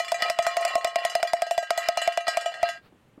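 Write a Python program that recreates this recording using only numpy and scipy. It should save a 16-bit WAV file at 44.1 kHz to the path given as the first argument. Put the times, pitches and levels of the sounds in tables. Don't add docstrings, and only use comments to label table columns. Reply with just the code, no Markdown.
import sys
import numpy as np
from scipy import signal
from scipy.fft import rfft, irfft, next_fast_len
from scipy.io import wavfile

SR = 44100
rng = np.random.default_rng(int(sys.argv[2]) if len(sys.argv) > 2 else 0)


def wrap_up_sound(samples):
    columns = np.atleast_2d(samples).T
    tamed = np.clip(columns, -1, 1)
    steps = np.round(tamed * 32767).astype(np.int16)
    wavfile.write(sys.argv[1], SR, steps)


N = 141120
TIME_S = np.arange(N) / SR
TOP_HZ = 16400


def amp(db):
    return 10 ** (np.asarray(db) / 20)


def unit(x):
    return x / np.sqrt(np.mean(x ** 2) + 1e-20)


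def level_at(spectrum, hz):
    point_hz, db = np.transpose(spectrum)
    return np.interp(np.log(hz + 1), np.log(point_hz + 1), db)


def curve(rows, column=1):
    rows = np.asarray(rows)
    return np.interp(TIME_S, rows[:, 0], rows[:, column])


def filtered(x, response):
    size = next_fast_len(N + SR // 2)
    return irfft(rfft(x, size) * response(np.fft.rfftfreq(size, 1 / SR)), size)[:N]


def noise(spectrum):
    return unit(filtered(rng.standard_normal(N), lambda hz: amp(level_at(spectrum, hz))))


def impulses(starts, sizes):
    return np.bincount(np.clip(np.round(starts * SR).astype(int), 0, N - 1), sizes, N)


def fade(x, t60):
    return signal.lfilter([1], [1, -amp(-60 / (t60 * SR))], x)


def ring(x, hz, t60):
    radius, angle = amp(-60 / (t60 * SR)), 2 * np.pi * hz / SR
    return signal.lfilter([0, radius * np.sin(angle)], [1, -2 * radius * np.cos(angle), radius ** 2], x)


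# frequency in Hz, relative level in dB.
AIR_SPECTRUM = [(25, -7), (60, -5), (130, 5), (300, -1.5), (500, -4), (1000, -10.5), (3000, -16.5),
                (5000, -28.5), (8000, -28), (16000, -36)]
# time in seconds, level in dB.
AIR_SWELL = [(0, -67.5), (2.4, -79), (2.6, -66.5), (3.0, -60.5), (3.2, -62.5)]
def air():
    return amp(curve(AIR_SWELL)) * noise(AIR_SPECTRUM)


# frequency in Hz, relative level in dB.
CLOTH_SPECTRUM = [(200, 21), (1500, 13), (4500, 6), (7000, -17), (15000, -7)]
def clothing(peak_s=2.857, width_s=0.032, peak_db=-57):
    return amp(peak_db) * np.exp(-((TIME_S - peak_s) / width_s) ** 2) * noise(CLOTH_SPECTRUM)


# start in seconds, level in dB.
FOOTFALLS = [(2.921, -47), (3.176, -43.5)]
# frequency in Hz, relative level in dB.
SNOW_SPECTRUM = [(40, -11.5), (150, -14), (300, 12), (600, -3), (1200, -12), (2500, -49), (10000, -63.5)]
def footsteps(attack_s=0.0032, t60=0.08):
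    tread = np.zeros(N)
    for start, db in FOOTFALLS:
        age = np.maximum(TIME_S - start, 0)
        tread += amp(db - 60 * age / t60) * np.minimum(age / attack_s, 1)
    return tread * noise(SNOW_SPECTRUM)


# start in seconds, then hollow note, clang, treble and crack in dB.
FULL_STROKES = [(0.0, -17, -34, -46.5, -28), (0.1192, -12, -41, -49, -19.5),
                (0.2222, -22, -25.5, -39.5, -20.5), (0.2993, -13.5, -44, -46, -17.0),
                (0.3886, -8, -34.5, -47.5, -20.5), (0.4664, -14, -32.5, -38.5, -19.5),
                (0.5686, -12.5, -40, -48, -20.5), (0.6505, -16, -47, -50, -17.5),
                (0.7543, -10, -59.5, -52, -22), (0.8461, -12.5, -36.5, -51, -17.5),
                (0.9578, -11, -35.5, -62, -20.5), (1.0501, -14, -34.5, -44, -16),
                (1.1522, -10.0, -35, -46.5, -18.5), (1.2288, -13, -55.5, -47.5, -18.5),
                (1.3336, -9.5, -48, -48.5, -18.5), (1.4203, -11.5, -36.5, -53, -21.5),
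                (1.5101, -13.5, -38.5, -41.5, -25), (1.5784, -11, -35, -43.5, -23),
                (1.7055, -11.5, -39, -50, -17.0), (1.7765, -16, -32, -38, -24.5),
                (1.8864, -9.5, -44, -55, -16.5), (1.973, -14, -30, -43.5, -23.5),
                (2.0756, -8.5, -36, -54, -21), (2.1741, -12.5, -36.5, -51, -22.5),
                (2.2805, -15.0, -28, -36.5, -23), (2.3711, -11.5, -37.5, -48, -19.5),
                (2.6298, -7, -35.0, -54, -24)]
# start in seconds, then hollow note, clang and treble in dB.
REBOUNDS = [(0.047, -55, -40, -47.5), (0.0818, -51, -35.0, -49.5), (0.1437, -22.5, -36, -44.0),
            (0.4245, -53, -37, -45), (0.6096, -22, -52, -45.0), (0.6775, -24, -37, -45.5),
            (0.7787, -18.5, -59, -51.5), (0.872, -23, -41, -50), (0.985, -22, -41, -53.0),
            (1.098, -38, -39.5, -43), (1.198, -22.5, -41, -63), (1.249, -21, -44.5, -71),
            (1.2735, -34.0, -33.5, -48.5), (1.368, -41, -45.5, -60), (1.4662, -26.5, -42.5, -54),
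            (1.545, -34, -51, -70), (1.6268, -21.5, -37.5, -49.5), (1.747, -44, -60, -86),
            (1.9211, -35, -49, -67), (2.0169, -21, -31, -38), (2.1227, -59, -39, -49.5),
            (2.206, -31, -43.5, -54), (2.269, -25.5, -30, -52.5), (2.41, -42, -42.5, -47),
            (2.4594, -16, -34.5, -44.5), (2.52, -32, -46.5, -67.5), (2.541, -44, -39.5, -58),
            (2.5951, -35.5, -68.5, -74.5), (2.655, -50, -37, -65), (2.6894, -24.5, -38.5, -46.5)]
def contacts():
    rebounds = [[*row, row[3] - 10] for row in REBOUNDS]
    return np.transpose(list(FULL_STROKES) + rebounds)


# frequency in Hz, relative level in dB.
OVERLOAD_SPECTRUM = [(25, 2), (150, -3), (270, 4), (380, -14.5), (800, -34.5)]
def overload_thuds(relative_db=-34):
    starts, hollow_db = np.transpose(FULL_STROKES)[:2]
    return fade(impulses(starts, amp(hollow_db + relative_db)), t60=0.027) * noise(OVERLOAD_SPECTRUM)


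# time in seconds, relative level in dB.
CHATTER_STRENGTH = [(0, -1), (.18, 4), (.25, 16.5), (.36, -4), (.45, 7.5), (.72, 9), (.93, 0), (1.02, 6),
                    (1.3, 1), (1.67, -4.5), (1.83, 13), (1.93, -1), (2.03, 10.5), (2.23, -7), (2.31, 9.5),
                    (2.6, -1.5), (2.68, 7.5), (2.75, -4.5)]
def chatter(ticks_per_s=260):
    return (rng.random(N) < ticks_per_s / SR) * amp(curve(CHATTER_STRENGTH))


# frequency in Hz, relative level in dB.
BUZZ_SPECTRUM = [(300, -47), (700, -28.5), (1100, -31), (1380, 4), (1550, -11), (1780, -0.5), (1920, 10.5),
                 (2200, -7), (2600, -27), (2950, -3), (3200, -21), (4600, -17.5), (6000, -25), (12000, -48),
                 (16000, -61)]
def buzz(ticks, level_db=-47):
    return amp(level_db) * unit(fade(ticks, t60=0.048)) * noise(BUZZ_SPECTRUM)


# frequency in Hz, relative level in dB.
CRACK_SPECTRUM = [(30, -31.5), (350, -18), (600, -3.5), (900, 11.5), (1500, 4.5), (2000, 6.5), (2400, 10.5),
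                  (2900, -7), (3450, 3.5), (4100, -7), (5050, 8), (5900, -7), (7700, -0.5), (11000, -12),
                  (15000, -18), (16400, -33.5)]
def cracks(tail_db=-14):
    starts, *_, crack_db = contacts()
    blows = impulses(starts, amp(crack_db))
    return (fade(blows, t60=0.017) + amp(tail_db) * fade(blows, t60=0.032)) * noise(CRACK_SPECTRUM)


def drive(starts, blow_db, ticks, chatter_db):
    across, along = np.cos(2 * np.pi * rng.random((len(starts), 2))).T
    force = impulses(starts, amp(blow_db) * np.sqrt(2) * across * along)
    tick_at = np.flatnonzero(ticks)
    coupling = np.resize(rng.standard_normal(2048), len(tick_at))
    force[tick_at] += amp(chatter_db) * ticks[tick_at] * coupling
    return force


# pitch in Hz; in the second list, relative level in dB.
HIGH_MODE_HZ = [5420, 5600, 5740, 5970, 6337, 6766, 6870, 7025, 7480, 7550, 7690, 7892, 8243, 8492, 8885,
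                9030, 9570, 10620, 11020, 11746, 12005, 12790]
HIGH_MODE_DB = [2, -9, -2.5, -6.5, 3, -1, -3, -0.5, -2.5, -1, -14, -2.5, -2.5, -11.5, -9, -6.5, -10.5,
                -15.5, -11, -12.5, -12.5, -14]
# frequency in Hz, relative level in dB.
SHIMMER_SPECTRUM = [(4300, -12), (6000, -30), (9000, -7), (10500, -22), (12000, -14.5), (13300, -27.5),
                    (15200, -26.5), (16000, -33)]
def treble_ring(ticks, chatter_db=-77.5, shimmer_count=80):
    starts, _, _, treble_db, _ = contacts()
    out = np.zeros(N)
    for hz, db in zip(HIGH_MODE_HZ, HIGH_MODE_DB):
        out += amp(db) * ring(drive(starts, treble_db, ticks, chatter_db), hz, t60=0.16)
    lowest_hz = SHIMMER_SPECTRUM[0][0]
    positions = (np.arange(shimmer_count) + rng.random(shimmer_count)) / shimmer_count
    for hz in lowest_hz + (TOP_HZ - lowest_hz) * positions:
        force = drive(starts, treble_db, ticks, chatter_db)
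        out += amp(level_at(SHIMMER_SPECTRUM, hz)) * ring(force, hz, t60=0.074)
    return out


# pitch in Hz, relative level in dB, t60 in seconds.
WALL_HZ = [1077, 1274, 1608, 1862, 1925, 1977, 2387, 2743, 2925, 2982, 3437, 3938, 4043, 4220, 4552, 4882,
           5130]
WALL_DB = [-3.5, -2.5, -5.5, 4.5, 4.5, 2.5, 2, -5, 2.5, -3.5, 1, -12.5, -8.5, -6, -12.5, -2, -11.5]
WALL_T60_S = [0.53, 0.24, 0.65, 0.096, 0.11, 0.15, 0.12, 0.44, 0.13, 0.32, 0.055, 0.28, 0.21, 0.16, 0.22,
              0.13, 0.084]
# time in seconds, then gain of each partial in dB.
WALL_DRIFT = [(0, -4, 1, -9), (.3, -8, 3.5, -2.5), (.7, 8.5, 7, -19), (1.1, -3.5, -0.5, -3.5),
              (1.6, -12.5, 5.5, 0.5), (1.85, -3.5, 6, -8.5), (2.3, -15, 2.5, 2), (2.65, -21, 5, 7.5)]
def clang(ticks, chatter_db=-58):
    starts, _, clang_db, _, _ = contacts()
    out = np.zeros(N)
    for k, (hz, db, t60) in enumerate(zip(WALL_HZ, WALL_DB, WALL_T60_S)):
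        drift_db = curve(WALL_DRIFT, column=k + 1) if k < 3 else 0
        out += ring(amp(db + drift_db) * drive(starts, clang_db, ticks, chatter_db), hz, t60)
    return out


# pitch in Hz, relative level in dB, t60 in seconds.
HOLLOW_MODES = [(657, -4.5, .058), (679, -2.5, .068), (686, -12.5, .24)]
def hollow_note(pitch_spread=0.0045, attack_s=0.0018, chatter_db=-44.5):
    starts, hollow_db = contacts()[:2]
    out, age = np.zeros(N + SR), np.arange(SR // 3) / SR
    attack = 1 - np.exp(-age / attack_s)
    detune = 1 + pitch_spread * rng.standard_normal((len(starts), len(HOLLOW_MODES)))
    for start, blow_db, shifts in zip(starts, hollow_db, detune):
        note = sum(amp(db - 60 * age / t60) * np.cos(2 * np.pi * hz * shift * age)
                   for (hz, db, t60), shift in zip(HOLLOW_MODES, shifts))
        out[round(start * SR):][:len(age)] += amp(blow_db) * note * attack
    hum_hz, _, hum_t60 = HOLLOW_MODES[-1]
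    rough_hum = ring(chatter() * rng.standard_normal(N), hum_hz, hum_t60 / 2)
    return out[:N] + amp(chatter_db) * rough_hum


def scene(muffle_s=2.777, muffle_t60=0.094, radiate_hz=507.6):
    note = hollow_note()
    ticks = chatter()
    bell = note + buzz(ticks) + clang(ticks) + treble_ring(ticks) + cracks()
    bell *= amp(-60 * np.maximum(TIME_S - muffle_s, 0) / muffle_t60)
    radiation = signal.butter(4, radiate_hz, "highpass", fs=SR, output="sos")
    return (signal.sosfilt(radiation, bell) + overload_thuds() + clothing() + air() + footsteps())[None]


def record(dry):
    ceiling, hardness = 0.22, 6
    saturated = dry[0] / (1 + np.abs(dry[0] / ceiling) ** hardness) ** (1 / hardness)
    return filtered(saturated, lambda hz: hz < TOP_HZ)[None]


dry = scene()
out = record(dry)
wrap_up_sound(out)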